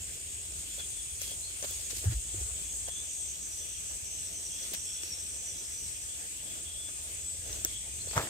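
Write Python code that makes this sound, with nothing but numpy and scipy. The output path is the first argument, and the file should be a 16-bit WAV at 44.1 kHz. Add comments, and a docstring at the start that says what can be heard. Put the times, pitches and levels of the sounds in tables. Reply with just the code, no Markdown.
"""Cicadas shrill in a summer wood: a far chorus near 8 kHz, a nearer group early, a low singer whose
click rate climbs as its pitch sinks, and two high cicadas late, one after the other, the second slower
and fainter. Trains of tymbal clicks ring their hollow abdomens; trunks and leaves scatter the song.
A far bird whistles and something peeps faintly. Close by, leaves rustle and tick, the microphone stand
is bumped, and something scrapes the housing at the end. A hush and a low air rumble lie under it all."""
import sys
import numpy as np
from scipy import signal
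from scipy.fft import rfft, irfft
from scipy.io import wavfile
from scipy.ndimage import uniform_filter1d

SR = 44100
rng = np.random.default_rng(int(sys.argv[2]) if len(sys.argv) > 2 else 0)


def persist_wave(psi):
    """Save psi, clipped to +-1, as 16-bit WAV."""
    counts = np.round(np.clip(psi, -1, 1) * 32767).astype(np.int16)
    wavfile.write(sys.argv[1], SR, np.atleast_2d(counts).T)


N = 365588
T = np.arange(N) / SR

# Hush of the wood. Each row: frequency in Hz, relative density in dB.
AIR_SPECTRUM = [(100, -32), (140, -1), (216, -19), (300, -13.5), (400, -14.5), (700, -24), (1000, -23),
                (1500, -27), (2500, -12), (3340, -10.5), (4420, -20.5), (6000, -16.5), (9950, -37),
                (11100, -27), (13900, -35), (15500, -44)]
# Hush and leaf body. Each row: frequency in Hz, left-right coherence from 0 to 1.
COHERENCE = [(60, 0.35), (160, 0.92), (450, 0.69), (1000, 0.69), (2000, 0.038), (4000, 0.34)]
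# Air rumble. Each row: time in seconds, level in dB.
RUMBLE_LEVEL = [(0, -49), (.2, -53.5), (1.2, -54), (2.1, -53), (2.3, -48.5), (2.8, -52.5), (3.2, -56.5),
                (3.8, -53), (4.3, -57), (6.5, -55), (7.2, -53), (7.6, -47.5), (7.8, -52), (8.06, -46),
                (8.29, -67)]
# Far peeps. Each row: start in seconds, length in seconds, pitch in Hz, level in dB, hoarseness 0 to 1.
PEEPS = [(0.663, 0.1, 3370, -57, 0.5), (0.78, 0.092, 3390, -46.5, 0.2), (0.898, .13, 3380, -54, 0.6),
         (1.192, 0.15, 3340, -49, 0.2), (1.67, 0.085, 3390, -58, .5), (2.635, 0.081, 3370, -57, 0.35),
         (2.798, .04, 3390, -57, .5), (2.862, 0.088, 3330, -49, .45), (2.952, 0.08, 3370, -46, 0.4),
         (3.035, .04, 3500, -51, .7), (3.597, 0.2, 3380, -57, 0.6), (4.488, 0.2, 3330, -51.5, .3),
         (4.702, 0.12, 3357, -55, 0.67), (4.86, 0.07, 3370, -48.5, .8), (4.945, 0.13, 3380, -56, 0.4),
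         (5.548, 0.14, 3380, -62, 0.4), (6.075, 0.1, 3376, -60, 0.1), (6.374, 0.25, 3363, -55.5, 0.88),
         (6.647, 0.077, 3370, -53, .7), (6.732, 0.057, 3330, -51, 0.6), (6.788, 0.11, 3446, -50.5, 0.15),
         (7.644, 0.06, 3410, -49.5, 0.6), (7.712, 0.069, 3330, -45, 0.5), (7.788, 0.073, 3380, -57, 0.7),
         (8.076, 0.12, 3420, -56, 0.4)]
# Bird whistles. Each row: start in seconds, length in seconds, first and last pitch in Hz, level in dB,
# slur time in seconds, fade in dB per second.
BIRD_NOTES = [(1.415, .18, 3950, 4250, -48.5, .035, 70), (7.984, .075, 3850, 4300, -47, .034, 330),
              (8.074, .045, 4000, 4560, -47, .03, 300)]
# Dull body of a rustle. Each row: frequency in Hz, relative density in dB.
LEAF_SPECTRUM = [(200, -7), (350, -0.5), (650, 1.5), (1000, -5.5), (1700, -4), (2300, -10), (3500, -12.5)]
# Leaf rustles. Each row: peak time in seconds, length in seconds, fizz, body and crackle levels in dB.
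RUSTLES = [(.68, 0.31, -48.5, -75, -54.5), (.8, 0.027, -58, -48, -53), (1.23, 0.07, -40, -63, -47.5),
           (1.29, 0.087, -43, -54.5, -53), (1.642, 0.027, -53, -41.5, -43), (1.73, 0.34, -44.5, -59.5, -52),
           (1.911, 0.033, -44, -49, -44), (1.97, 0.092, -43.5, -52, -47.5), (2.05, 0.057, -49, -44, -67),
           (2.122, 0.039, -63, -47.5, -46.5), (2.38, 0.2, -53, -52.5, -56), (2.6, 0.13, -54, -57, -59),
           (2.885, 0.02, -58, -49, -50), (3.92, 0.044, -62, -50.5, -72), (4.66, 0.21, -48.5, -54, -51.5),
           (4.742, 0.029, -44, -44.5, -42), (5.06, 0.12, -48, -60, -52), (6.53, 0.17, -56, -54.5, -59),
           (6.89, 0.031, -63, -52, -60), (7.52, 0.15, -52, -49.5, -51.5), (7.651, 0.013, -51, -36.5, -60),
           (7.7, 0.072, -50, -64, -49.5), (8.08, 0.029, -59, -47, -63), (8.135, 0.045, -47, -52, -45.5),
           (8.175, 0.045, -57, -36.5, -43), (8.21, 0.12, -50, -42.5, -45.5)]
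# Close ticks. Each row: start in seconds, knock level in dB, knock pitch in Hz, snap and fizz gains in dB,
# left over right in dB.
TICKS = [(0.78, -40, 556, -43, -47, 1.5), (1.215, -41, 554, -30, -26, 8), (1.314, -42, 580, -48, -43, 9),
         (1.625, -36, 570, -27, -47, 11.5), (1.641, -31, 577, -37, -42, 2),
         (1.708, -46.5, 550, -43, -30, 13), (1.902, -62, 1610, -35, -42, 13),
         (1.905, -62, 1610, -30.5, -44, 17), (1.929, -40, 444, -42, -46, -2.5),
         (1.967, -49, 340, -38, -48, 5), (2.04, -35.5, 403, -30, -38, -2), (2.121, -39.5, 330, -40, -55, 1),
         (2.342, -36.5, 345, -48, -51, 1.5), (2.41, -42, 376, -31, -45, 2), (2.883, -36, 600, -36, -51, 3),
         (4.717, -40.5, 382, -48, -49, -7), (4.736, -43, 630, -36, -25, 10),
         (4.747, -59, 575, -29, -32, 11), (5.032, -43, 352, -26, -49, 3), (6.886, -45, 657, -35, -52, 0),
         (7.527, -51, 390, -25, -49, .6), (7.647, -29, 455, -17, -13, 2), (7.650, -33.5, 417, -28, -21, 4),
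         (8.071, -39, 494, -34, -49, 0), (8.11, -41, 417, -24, -46, 3), (8.164, -22.5, 1058, -41, -47, 0),
         (8.176, -10, 1310, -23, -48, -1), (8.182, -27, 930, -27, -43, 7), (8.236, -37, 287, -40, -52, 2.5),
         (8.27, -32, 1860, -38, -50, -13)]
# Stand bumps. Each row: peak time in seconds, length in seconds, peak level in dB, wobble in Hz.
BUMPS = [(2.077, 0.046, -20, 94.2), (2.081, .07, -41, 174), (2.113, 0.053, -29, 107),
         (2.17, 0.077, -28.5, 55.5), (2.38, 0.073, -39.5, 97), (2.433, 0.076, -36, 67),
         (2.526, 0.067, -42, 62.3)]
# Rub on the housing. Each row: time in seconds, push level in dB, grit level in dB.
SCRAPE_LEVELS = [(8.13, -61, -44), (8.148, -40, -52), (8.178, -29.5, -28.5), (8.226, -50, -44),
                 (8.254, -48, -49), (8.29, -65, -53)]
# Colour of the far chorus. Each row: frequency in Hz, relative gain in dB.
CHORUS_SPECTRUM = [(3060, -50), (5200, -5.5), (5990, -4), (7190, 1), (7940, 3.5), (8470, 3), (9350, -8),
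                   (9510, -42), (10200, -39), (13300, -53), (22000, -120)]
# Chorus balance. Each row: frequency in Hz, left over right in dB.
CHORUS_PAN = [(5200, 6.5), (6500, -4), (7300, -2), (8200, 6.5), (9000, -1), (10000, -6)]
# Chorus swell. Each row: time in seconds, level in dB.
CHORUS_LEVEL = [(0, -40.5), (.7, -42.5), (1.7, -40.5), (2.5, -40), (3.4, -41.5), (4.6, -40.5), (5.1, -41),
                (5.9, -38.5), (6.4, -40.5), (8.3, -39)]
# Drone swell. Each row: time in seconds, gain in dB.
DRONE_GAIN = [(0, -54), (2, -53), (3.6, -48), (5, -48), (5.6, -50), (6.4, -46), (7, -48), (8.3, -50)]
# Drone partials. Each row: frequency in Hz, offset from the drone gain in dB.
DRONE_PARTIALS = [(7958, -2), (8205, -7), (8370, -5), (8674, -8)]
# Nearer cicadas. Each row: time in seconds, tymbal clicks per second, level in dB, body resonance in Hz.
LOW_SINGER = [(0, 286, -50, 7160), (1.05, 296, -50.5, 7000), (2.25, 307.2, -50, 6720),
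              (3.1, 316.2, -48.5, 6380), (3.6, 321, -45.5, 6150), (4.05, 324.4, -46.5, 6130),
              (4.65, 327.4, -46.5, 6020), (5.3, 330.3, -46, 5930), (5.7, 331.6, -47, 5890),
              (6.09, 332.3, -52, 5900), (6.14, 332.3, -80, 5850)]
EARLY_GROUP = [(0, 291, -51.5, 8800), (1, 297.4, -46.5, 8900), (2, 302, -49.5, 8850), (3, 308, -52, 8750),
               (3.7, 310, -66, 8610)]
LATE_SINGERS = [(6.4, 275, -80, 9020), (6.6, 281.7, -49, 8980), (7.25, 282.3, -52, 8940),
                (7.3, 280, -75, 8950), (7.4, 260, -75, 9050), (7.5, 259.4, -57, 9400),
                (8.3, 260, -61, 9000)]  # two in turn, the second slower and fainter

RIGHT_LAG_S = .00042  # low sounds reach the left microphone first
FLUTTER_HZ, FLUTTER_DEPTH, FLUTTER_SWING_RAD = 74, .6, .6


def gain_of(db):
    return 10 ** (np.asarray(db) / 20)


def unit_rms(x):
    return x / np.sqrt(np.mean(x ** 2) + 1e-20)


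def at_hz(rows, hz):
    row_hz, values = np.transpose(rows)
    return np.interp(np.log(hz + 1), np.log(row_hz + 1), values)


def curves(rows):
    """A gate open while the table lasts, then each column at every sample."""
    times_s, *columns = np.transpose(rows)
    inside_s = np.minimum(T - times_s[0], times_s[-1] - T)
    open_at_start = times_s[0] <= 0
    open_at_end = (times_s[-1] > T[-1] - .01) * (T > times_s.mean())
    gate = np.clip(inside_s / .006 + open_at_start + open_at_end, 0, 1)
    return gate, *(np.interp(T, times_s, column) for column in columns)


def drift(per_s):
    """Straight lines between unit Gaussian draws."""
    count = int(N / SR * per_s) + 2
    return np.interp(T, np.linspace(0, T[-1], count), rng.standard_normal(count))


def trapezoid(start_s, length_s, edge_s):
    edge_s = np.clip(edge_s, .002, length_s / 2)
    end_s = start_s + length_s
    return np.interp(T, [start_s, start_s + edge_s, end_s - edge_s, end_s], [0, 1, 1, 0])


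def band(x, lo_hz, hi_hz):
    return signal.sosfilt(signal.butter(2, [lo_hz, hi_hz], "bandpass", fs=SR, output="sos"), x)


def resonate(x, hz, width_hz):
    """Moving resonance: shift hz to zero, smooth twice, shift back."""
    carrier = np.exp(2j * np.pi * np.cumsum(hz) / SR)
    pole = np.exp(-np.pi * width_hz / SR)
    return 2 * (carrier * signal.lfilter([(1 - pole) ** 2], [1, -2 * pole, pole ** 2], x / carrier)).real


def moving_band(x, hz, span_hz):
    """Steep, flat-topped band centred on the curve hz."""
    carrier = np.exp(2j * np.pi * np.cumsum(hz) / SR)
    return 2 * (carrier * signal.sosfilt(signal.butter(4, span_hz / SR, output="sos"), x / carrier)).real


def near(x, pan_db=0., lag_s=RIGHT_LAG_S):
    """A close sound on the microphone pair; positive pan is left."""
    late = np.r_[np.zeros(round(lag_s * SR)), x][:len(x)]
    return np.array([x * gain_of(pan_db / 2), late * gain_of(-pan_db / 2)])


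def wood(x, t60_s):
    """Trunks and leaves scatter sound into dying echoes, different at each microphone."""
    size = SR // 2
    echoes = rng.standard_normal((2, size)) * (rng.random((2, size)) < .06)
    echoes *= gain_of(-60 * T[:size] / t60_s)
    echoes /= np.linalg.norm(echoes, axis=1)[:, None]
    return signal.oaconvolve(x[None], echoes, axes=1)[:, :N]


def far_tone(level, hz, waver_hz, t60_s):
    """A wavering tone, part direct, part scattered by the wood."""
    tone = level * np.sin(2 * np.pi * np.cumsum(hz + waver_hz * drift(70)) / SR)
    return .72 * tone + .7 * wood(tone, t60_s)


def patchy_noise(spectrum, patch_db):
    """Coloured noise with drifting spectral patches, partly coherent between microphones."""
    frames, hz = N // 256 + 5, np.fft.rfftfreq(1024, 1 / SR)
    left_re, left_im, own_re, own_im, patches = rng.standard_normal((frames, 513, 5)).T
    patches = unit_rms(uniform_filter1d(uniform_filter1d(patches, size=12, axis=0), size=12, axis=1))
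    coherence = at_hz(COHERENCE, hz)[:, None]
    delay = np.exp(-2j * np.pi * hz * RIGHT_LAG_S)[:, None]
    left = left_re + 1j * left_im
    right = coherence * delay * left + np.sqrt(1 - coherence ** 2) * (own_re + 1j * own_im)
    spectra = np.array([left, right]) * gain_of(at_hz(spectrum, hz)[:, None] + patch_db * patches)
    return unit_rms(signal.istft(spectra, nperseg=1024, noverlap=768)[1][:, :N])


def air(hush_db=-52):
    """Steady hush over a low rumble that swells in lumps."""
    common, own = rng.standard_normal(N), rng.standard_normal((2, N))
    rumble = unit_rms(band(band(near(common) + .32 * own, 50, 90.2), 11, 194))
    rumble *= gain_of(curves(RUMBLE_LEVEL)[1] + 1.3 * drift(5.4))
    return gain_of(hush_db) * patchy_noise(AIR_SPECTRUM, patch_db=2) + rumble


def peeping(murmur_db=-62, throb_db=2.5, buzz_hz=137, buzz_depth=.4):
    """Far, throbbing peeps over a faint murmur: a buzzing tone, partly broken into breathy noise."""
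    starts_s, _, pitches_hz, _, hoarseness = np.transpose(PEEPS)
    hz, hoarse = np.interp(T, starts_s, pitches_hz), np.interp(T, starts_s, hoarseness)
    peeps = sum(gain_of(db) * trapezoid(start_s, length_s, edge_s=.008)
                for start_s, length_s, _, db, _ in PEEPS)
    level = (gain_of(murmur_db) + peeps) * unit_rms(gain_of(throb_db * drift(25)))
    breath = unit_rms(resonate(rng.standard_normal((2, N)), hz, width_hz=300))
    buzz = 1 + buzz_depth * np.cos(2 * np.pi * np.cumsum(buzz_hz * (1 + .064 * drift(5.8))) / SR)
    tone = far_tone(np.sqrt(1 - hoarse) * level * buzz, hz, waver_hz=50, t60_s=.06)
    return tone + .7 * np.sqrt(hoarse) * level * breath


def bird(tremble_db=2.5):
    """Far, husky whistles slur up to a held note that trembles and fades."""
    level, pitch_points = np.zeros(N), []
    for start_s, length_s, first_hz, last_hz, db, slur_s, fade_db_per_s in BIRD_NOTES:
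        held_s = np.clip(T - start_s - slur_s, 0, 1)
        level += gain_of(db - fade_db_per_s * held_s) * trapezoid(start_s, length_s, edge_s=.016)
        pitch_points += [(start_s, first_hz), (start_s + slur_s, last_hz),
                         (start_s + length_s + .001, last_hz)]
    level *= unit_rms(gain_of(tremble_db * drift(70)))
    hz = np.interp(T, *np.transpose(pitch_points))
    husk = .65 * level * unit_rms(resonate(rng.standard_normal((2, N)), hz, width_hz=400))
    return far_tone(level, hz, waver_hz=60, t60_s=.04) + husk


def rustle(rest_fizz_db=-50.5, rest_body_db=-57.5, rest_crackle_db=-73):
    """Leaves rub in many tiny contacts: fizz, dull body and crackle swell above a constant stir."""
    power = gain_of([rest_fizz_db, rest_body_db, rest_crackle_db])[:, None] ** 2 * np.ones(N)
    for peak_s, length_s, *levels_db in RUSTLES:
        steepness = np.where(T < peak_s, 3.2, 2.2)
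        power += gain_of(levels_db)[:, None] ** 2 * np.exp(-(steepness * (T - peak_s) / length_s) ** 2)
    waver_db = 1.04 * np.array([drift(12), drift(12), drift(10)])
    fizz_level, body_level, crackle_level = np.sqrt(power) * gain_of(waver_db)
    grain = gain_of(1.53 * np.repeat(rng.standard_normal(N // 128 + 1), 128)[:N])
    fizz = unit_rms(band(rng.standard_normal((2, N)) * grain ** 1.05, 4030, 12900))
    crackle = unit_rms(band(rng.standard_normal((2, N)) * grain, 2140, 5400))
    body = unit_rms(patchy_noise(LEAF_SPECTRUM, patch_db=2.5) * grain)
    return fizz_level * fizz + crackle_level * crackle + body_level * body


def ticks(release_s=.0021, ring_db=17, crack_t60_s=.0035, tail_t60_s=.035, knock_t60_cycles=12):
    """A contact loads up and breaks: a hollow knock, plus a noise burst as snap, ring and fizz."""
    out, size = np.zeros((2, N)), 4096
    bursts = rng.standard_normal((len(TICKS), size))
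    bursts[:, round(release_s * SR)] += 4  # the break is one sharp kick
    loading = np.minimum(T[:size] / .0023, 1) ** 6
    after_s = np.maximum(T[:size] - release_s, 0)
    decay = gain_of(-60 * after_s / crack_t60_s) + .18 * gain_of(-60 * after_s / tail_t60_s)
    for (start_s, knock_db, knock_hz, snap_db, fizz_db, pan_db), burst in zip(TICKS, bursts):
        cycles = knock_hz * after_s
        knock = gain_of(knock_db - 60 * cycles / knock_t60_cycles) * np.cos(2 * np.pi * cycles)
        ring = gain_of(ring_db) * band(burst, 5930, 6290)
        snap = gain_of(snap_db) * (.85 * band(burst, 1250, 3300) + ring)
        fizz = gain_of(fizz_db) * band(burst, 11000, 21000)
        tick = near(loading * (knock + (snap + fizz) * decay), pan_db, lag_s=.00025)
        first = round(start_s * SR)
        out[:, first:first + size] += tick[:, :N - first]
    return out


def stand_bumps():
    """The stand wobbles: a few low cycles swell and die with each bump."""
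    out = np.zeros(N)
    for peak_s, length_s, db, hz in BUMPS:
        swell = np.cos(np.pi * np.clip((T - peak_s) / length_s, -.5, .5))
        out += gain_of(db) * swell * np.cos(2 * np.pi * hz * (T - peak_s))
    return near(out)


def scrape(slips_per_s=2500):
    """A rub against the housing: a low push and coarse grit."""
    gate, push_db, grit_db = curves(SCRAPE_LEVELS)
    slips = rng.standard_normal(N) * (rng.random(N) < slips_per_s / SR)
    push = gain_of(push_db) * unit_rms(band(band(rng.standard_normal(N), 56, 143), 40, 190))
    grit = gain_of(grit_db) * unit_rms(band(slips, 330, 1560))
    return near(gate * (push + grit), pan_db=.98, lag_s=.00012)


def tymbal_clicks(per_s, waver):
    """An even train of sharp clicks, 36 equal harmonics, with a slightly wavering rate."""
    half_phase = np.pi * (np.cumsum(per_s * (1 + waver * drift(75))) / SR + rng.random())
    return np.sin(73 * half_phase) / (np.sin(half_phase) + 1e-12) - 1


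def flutter_phase():
    """Phase of one insect's quick flutter, in radians."""
    return 2 * np.pi * (np.cumsum(FLUTTER_HZ * (1 + .07 * drift(8))) / SR + rng.random())


def bunched_clicks(per_s, waver, fade_db=5, wander_rad=1.2):
    """Tymbal clicks in quick bunches; moving air fades and shifts each partial separately."""
    phase = 2 * np.pi * np.cumsum(per_s * (1 + waver * drift(75))) / SR
    flutter = flutter_phase()
    swing_rad = -FLUTTER_SWING_RAD * np.sin(flutter)
    partials = sum(gain_of(fade_db * drift(30)) * np.cos(k * phase + swing_rad + wander_rad * drift(25))
                   for k in range(15, 28))
    return (1 + FLUTTER_DEPTH * np.cos(flutter)) * partials


def chorus(count=13):
    """Far cicadas, each with its own body pitch, creeping click rate and swell, blurred by the wood."""
    hz = np.fft.rfftfreq(N, 1 / SR)
    spectrum = .48 * rfft(rng.standard_normal((2, N)))  # the farthest merge into hiss
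    for k, (start, climb) in enumerate(rng.random((count, 2))):
        per_s = (258 + 80 * start + 3 * climb * T) * (1 + .002 * drift(2))
        swell = gain_of(2.8 * drift(.8) + 3.65 * drift(9))
        body_hz = 6500 + 3000 * k / (count - 1)
        body = np.exp(-((hz - body_hz) / 1000) ** 2)
        clicks = unit_rms(swell * tymbal_clicks(per_s, waver=.003))
        spectrum += .4 * body * rfft(wood(clicks, t60_s=.3))
    pan_db = at_hz(CHORUS_PAN, hz)
    spectrum *= gain_of(at_hz(CHORUS_SPECTRUM, hz) + np.array([pan_db, -pan_db]) / 2)
    return gain_of(curves(CHORUS_LEVEL)[1]) * unit_rms(irfft(spectrum, N))


def drone(fade_db=4.5, pan_db=6):
    """Thin partials stand out of the chorus, flutter, and come and go."""
    swell_db = curves(DRONE_GAIN)[1]
    out = np.zeros((2, N))
    for hz, offset_db in DRONE_PARTIALS:
        level = gain_of(swell_db + offset_db + fade_db * drift(12))
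        level *= 1 + FLUTTER_DEPTH * np.cos(flutter_phase())
        out += far_tone(level, hz, waver_hz=26, t60_s=.19)
    return out * gain_of([[pan_db / 2], [-pan_db / 2]])


def cicada(rows, width_hz, span_hz, rasp, throb_db, pan_db, direct_share,
           rate_ratios=(1,), train=tymbal_clicks, waver=.0052):
    """Clicks and rasp ring the hollow abdomen, whose pitch slides. One click train per rate ratio."""
    gate, per_s, level_db, body_hz = curves(rows)
    clicks = unit_rms(sum(train(per_s * ratio, waver) for ratio in rate_ratios))
    drive = clicks + rasp * rng.standard_normal(N)
    abdomen = unit_rms(moving_band(resonate(drive, body_hz, width_hz), body_hz, span_hz))
    throb = unit_rms(gain_of(throb_db * drift(35) + .9 * drift(7)))
    song = gate * gain_of(level_db) * throb * abdomen
    heard = np.sqrt(direct_share) * song + np.sqrt(1 - direct_share) * wood(song, t60_s=.2)
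    return heard * gain_of([[pan_db / 2], [-pan_db / 2]])


def scene():
    """Cicadas, far calls, air and close noises, in stereo."""
    low = cicada(LOW_SINGER, width_hz=2600, span_hz=980, rasp=.35, throb_db=2, pan_db=-2.5,
                 direct_share=.65, train=bunched_clicks, waver=.002)
    late = cicada(LATE_SINGERS, width_hz=900, span_hz=900, rasp=.18, throb_db=5.5, pan_db=-2,
                  direct_share=.085)
    early = cicada(EARLY_GROUP, width_hz=1400, span_hz=1210, rasp=.99, throb_db=3, pan_db=3,
                   direct_share=.15, rate_ratios=(1.2, 1, .87, 1.04, .58))
    cicadas = low + late + early + drone() + chorus()
    return cicadas + peeping() + bird() + air() + rustle() + ticks() + stand_bumps() + scrape()


def record(dry):
    """The recorder's band limit: a steep low-pass."""
    cutoff_hz = 15700
    lowpass = signal.firwin(255, cutoff_hz, window=("kaiser", 9), fs=SR)
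    return signal.oaconvolve(dry, lowpass[None], "same", axes=1)


dry = scene()
out = record(dry)
persist_wave(out)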